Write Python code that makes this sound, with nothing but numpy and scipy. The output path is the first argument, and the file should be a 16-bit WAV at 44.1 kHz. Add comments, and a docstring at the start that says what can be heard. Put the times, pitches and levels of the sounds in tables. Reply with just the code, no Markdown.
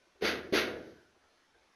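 """A large dog crashes twice into a temporary mesh fence in a yard at night.
Each crash is a few dull thumps (damped pulses), a hollow boom (the free vibration of the fence) and a
dense rattle (countless clicks in the mesh) that swells and dies away. The fence rebounds and scrapes,
the trees scatter back a soft echo, and the dog pads off over faint hiss. Nearby surfaces colour all but
the thumps and booms, and a security camera hears the scene through its band-limited microphone."""
import sys
import numpy as np
from scipy import signal
from scipy.fft import rfft, irfft, next_fast_len
from scipy.io import wavfile
from scipy.ndimage import uniform_filter1d, map_coordinates

SR = 44100
rng = np.random.default_rng(int(sys.argv[2]) if len(sys.argv) > 2 else 0)


def bounce(signal):
    """Save signal as a 16-bit WAV file at the path given by the first command-line argument."""
    frames = np.transpose(np.atleast_2d(signal))
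    limited = np.clip(frames, -1, 1)
    pcm = np.round(limited * 32767).astype(np.int16)
    wavfile.write(sys.argv[1], SR, pcm)


N = 77175


def thumps():
    """Damped oscillation: each contact drives the fence through a few cycles; slow pushes last longer."""
    # contacts of body and fence (time [s], peak level [dB], frequency [Hz], rise [s])
    contacts = [(.065, -65.5, 340, 0.0088), (.183, -59.5, 383, 0.02), (0.2112, -40, 410, 0.0041),
                (.2225, -21, 435, 0.0025), (0.2416, -34.5, 418, 0.011), (0.5248, -21, 300, 0.0015),
                (.5355, -22.5, 388, 0.0027), (0.5488, -22, 414, 0.0032), (0.681, -29, 400, 0.0016)]
    out = np.zeros(N)
    for start, db, hz, rise in contacts:
        t = since(start)
        envelope = (t / rise) ** 2 * np.exp(2 * (1 - t / rise))
        out -= amp(db) * envelope * np.sin(2 * np.pi * hz * t)
    return out


def boom(start, db, mode_rise_s=0.011, dense_rise_s=0.0036, settle_s=0.25, settle_db_per_s=52):
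    """Free vibration: a few clear normal modes stand out of the fence's dense low ringing."""
    # modes of the stretched fence and its wires (frequency [Hz], level [dB], T60 before settling [s])
    fence_modes = [(75.3, -21.5, 2.1), (125, -33.5, 0.38), (213.2, -10.5, 0.57), (294.2, -7.5, 0.59),
                   (375.2, -3.5, 0.26), (419.5, -23, 0.44), (496, -5, 0.67), (641.5, -13, 0.6),
                   (3830, -36, 1.1), (5486, -45, 1.1), (10800, -39, 1.0)]
    # spectrum of the dense ringing (frequency [Hz], level [dB])
    spectrum = [(20, -48), (55, -28), (110, -16.5), (170, -16.5), (260, -8.5), (370, 0), (480, -1.5),
                (620, -6.5), (850, -22), (1400, -33.5), (4000, -67.5)]
    # its decay (frequency [Hz], T60 before settling [s])
    decay_times = [(60, 1.9), (180, 1.6), (350, 1.07), (520, 0.7), (750, 0.91)]
    t = since(start)
    dense = fading(noise(spectrum), t, decay_times) * (1 - np.exp(-t / dense_rise_s))
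    modes = np.zeros(N)
    for hz, level, t60 in fence_modes:
        envelope = amp(level + rng.normal(0, 0.5)) * swell(t, mode_rise_s, t60)
        modes += envelope * np.sin(2 * np.pi * (hz * t + rng.random()))
    damping_db = settle_db_per_s * since(start + settle_s)  # the slack fence damps itself as it settles
    return amp(db - damping_db) * (dense + modes)


def rattle(start, db, rise, clicks_per_s=14000, spread_db=1.5, bandwidth_hz=60, fade_after_s=0.062):
    """Impulse excitation: random clicks ring the strands, build up, hold and fade, treble first."""
    # narrow resonances of the strands (frequency [Hz], level [dB])
    resonances = [(1443, 5.5), (1530, -15), (1602, 4.5), (1884, -10), (2138, 0), (2235, 1.5), (2503, 2.5),
                  (2688, 5.5), (2985, 1), (3510, -1), (3756, -6), (4627, -2.5)]
    # broad spectrum of the mesh (frequency [Hz], level [dB])
    spectrum = [(300, -31.5), (700, -5), (1000, -8.5), (1450, -0.5), (2150, -.5), (2600, -6), (3400, -5),
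                (4600, -5), (5300, -13.5), (6100, -12.5), (10000, -15.5), (15000, -15)]
    # its decay (frequency [Hz], T60 [s])
    decay_times = [(700, 0.51), (1700, 0.46), (3500, 0.35), (6000, 0.28), (12000, 0.32)]
    clicks = rng.poisson(clicks_per_s / SR, N) * rng.choice([-1, 1], N)
    clicks = clicks * amp(spread_db * rng.standard_normal(N))
    strands = filtered(clicks, lambda hz: sum(amp(level) / (1 + 2j * (hz - centre) / bandwidth_hz)
                                              for centre, level in resonances))
    mesh = unit(coloured(clicks, spectrum) + amp(-12.5) * unit(strands))
    t = since(start)
    build_up = (t > 0) * amp(-13 * (1 - np.minimum(t / rise, 1)))  # the shake spreads through the mesh
    return amp(db) * build_up * fading(mesh, since(start + fade_after_s), decay_times)


def scrapes(half_width_hz=100):
    """Sliding friction: strands of the sagging mesh rub with a thin, narrow-band rasp."""
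    # slips of the loose mesh (time [s], level [dB], centre frequency [Hz])
    slips = [(.745, -53.5, 1720), (.80, -57.5, 1500), (0.949, -61.5, 1600), (1.05, -66.5, 1450),
             (1.22, -67, 1340), (1.35, -76, 1400), (1.46, -69, 850), (1.534, -68, 1595)]
    out = np.zeros(N)
    for start, db, centre in slips:
        rasp = filtered(rng.standard_normal(N), lambda hz: 1 / (1 + ((hz - centre) / half_width_hz) ** 2))
        out += amp(db) * swell(since(start), rise=0.011, t60=0.29) * unit(rasp)
    return out


def echo(start, db, return_db=-20.5):
    """Diffuse scattering: the trees return each rattle as a faint, long wash of noise."""
    # scattered spectrum (frequency [Hz], level [dB])
    spectrum = [(200, -5), (450, -9), (700, -4), (1100, -6), (1450, 6.5), (1700, 3.5), (2100, -5.5),
                (3000, -5), (4300, -6), (6500, -10), (14000, -13.5)]
    return amp(db + return_db) * swell(since(start), rise=0.15, t60=1.33) * noise(spectrum)


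def paws():
    """Soft impact: each paw scuffs the ground in a short, dull burst of noise."""
    # footfalls (time [s], level [dB])
    steps = [(.005, -67), (.15, -62.5), (1.145, -63), (1.235, -64), (1.54, -64.5), (1.614, -65.5)]
    # spectrum of a scuff (frequency [Hz], level [dB])
    spectrum = [(30, -16.5), (72, 13.5), (120, -23), (400, 8.5), (1000, -4), (1600, -3), (3000, -21.5),
                (12000, -28.5)]
    return sum(amp(db) * swell(since(start), rise=0.0091, t60=0.23) * noise(spectrum)
               for start, db in steps)


def hiss(level_db=-70.5, drift_db=2, drifts_per_s=6, patch_db=2.5):
    """Random modulation: the faint night hiss drifts in level and is patchy in time and frequency."""
    # ambient spectrum (frequency [Hz], level [dB])
    spectrum = [(20, -3), (80, -6.5), (150, -7), (330, -1.5), (700, -1), (1100, -2.5), (1600, -3),
                (3000, -8.5), (5500, -12), (10000, -16), (15000, -29.5)]
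    knots = rng.standard_normal(int(N * drifts_per_s / SR) + 4)
    drift = map_coordinates(knots, [np.arange(N) * drifts_per_s / SR])
    frames = signal.stft(noise(spectrum), nperseg=1024)[2]
    patches = uniform_filter1d(rng.standard_normal(frames.shape), size=4, axis=0)
    patches = unit(uniform_filter1d(patches, size=10, axis=1))
    air = signal.istft(frames * amp(patch_db * patches), nperseg=1024)[1][:N]
    return amp(level_db + drift_db * drift) * unit(air)


def walls(x):
    """Comb filtering: early reflections interfere with the direct sound, keeping its average power."""
    # surfaces close to the camera (delay [s], level [dB])
    reflections = [(.00195, -27.5), (.0067, -21.5), (.0113, -12.5), (0.0149, -14.5)]
    power = 1 + sum(amp(db) ** 2 for _, db in reflections)
    combed = filtered(x, lambda hz: 1 + sum(amp(db) * np.exp(-2j * np.pi * hz * delay)
                                            for delay, db in reflections))
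    return combed / np.sqrt(power)


def amp(db):
    """Decibels to amplitude ratio."""
    return 10 ** (np.asarray(db) / 20)


def unit(x):
    """Normalisation to rms 1."""
    return x / np.sqrt(np.mean(x ** 2) + 1e-20)


def along(points, hz):
    """Interpolation of (frequency [Hz], value) points on a log frequency axis."""
    frequencies, values = np.transpose(points)
    return np.interp(np.log(hz + 1), np.log(frequencies + 1), values)


def since(start):
    """Seconds since start, zero before it."""
    return np.maximum(np.arange(N) / SR - start, 0)


def filtered(x, response):
    """Linear filtering: the spectrum of x times a frequency response."""
    size = next_fast_len(N + SR // 2)
    return irfft(rfft(x, size) * response(np.fft.rfftfreq(size, 1 / SR)), size)[:N]


def coloured(x, spectrum):
    """Spectral shaping of x, at rms 1."""
    return unit(filtered(x, lambda hz: amp(along(spectrum, hz))))


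def noise(spectrum):
    """Coloured Gaussian noise of rms 1."""
    return coloured(rng.standard_normal(N), spectrum)


def fading(x, age, t60s):
    """Frequency-dependent damping: overlapping bands of x each decay at their own rate."""
    shares = np.eye(len(t60s))
    centres = [hz for hz, _ in t60s]
    return sum(filtered(x, lambda hz: along(list(zip(centres, share)), hz)) * amp(-60 * age / t60)
               for share, (_, t60) in zip(shares, t60s))


def swell(t, rise, t60):
    """Exponential attack and decay; rise and t60 are in seconds."""
    return (1 - np.exp(-t / rise)) * np.exp(-np.log(1000) * t / t60)


def scene():
    """Superposition: the fence, its echo, the steps and the night hiss add in one channel."""
    # jolts of the fence: a light touch, two crashes, two rebounds
    # (time [s], boom level [dB], rattle level [dB], rattle rise [s])
    jolts = [(0.2098, -66, -48.5, 0.011), (.2205, -31.5, -30, 0.034), (.5245, -31, -28, 0.022),
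             (.668, -40, -59, 0.0086), (.822, -57.5, -66, 0.0076)]
    low = thumps() + sum(boom(start, db) for start, db, _, _ in jolts)
    bright = scrapes() + sum(rattle(start, db, rise) + echo(start, db) for start, _, db, rise in jolts)
    return (low + walls(bright + paws() + hiss()))[None]


def record(dry, circuit_db=-81.5, cutoff_hz=15550):
    """Transduction: the camera adds a deep notch near 8 kHz, faint circuit noise and a hard band limit."""
    # microphone response (frequency [Hz], gain [dB])
    microphone = [(6400, 0), (6750, -9.5), (7050, -26), (8900, -26.5), (9400, -8.5), (10000, -5),
                  (10700, -10), (11600, -6), (13500, -15.5), (15400, -27.5)]
    # spectrum of the circuit noise (frequency [Hz], level [dB])
    circuit = [(6500, 7), (7200, 5), (8200, 1.5), (10500, -0.5), (12500, -18), (15000, -17)]
    heard = filtered(dry[0], lambda hz: amp(along(microphone, hz))) + amp(circuit_db) * noise(circuit)
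    return filtered(heard, lambda hz: hz < cutoff_hz)[None]


dry = scene()
out = record(dry)
bounce(out)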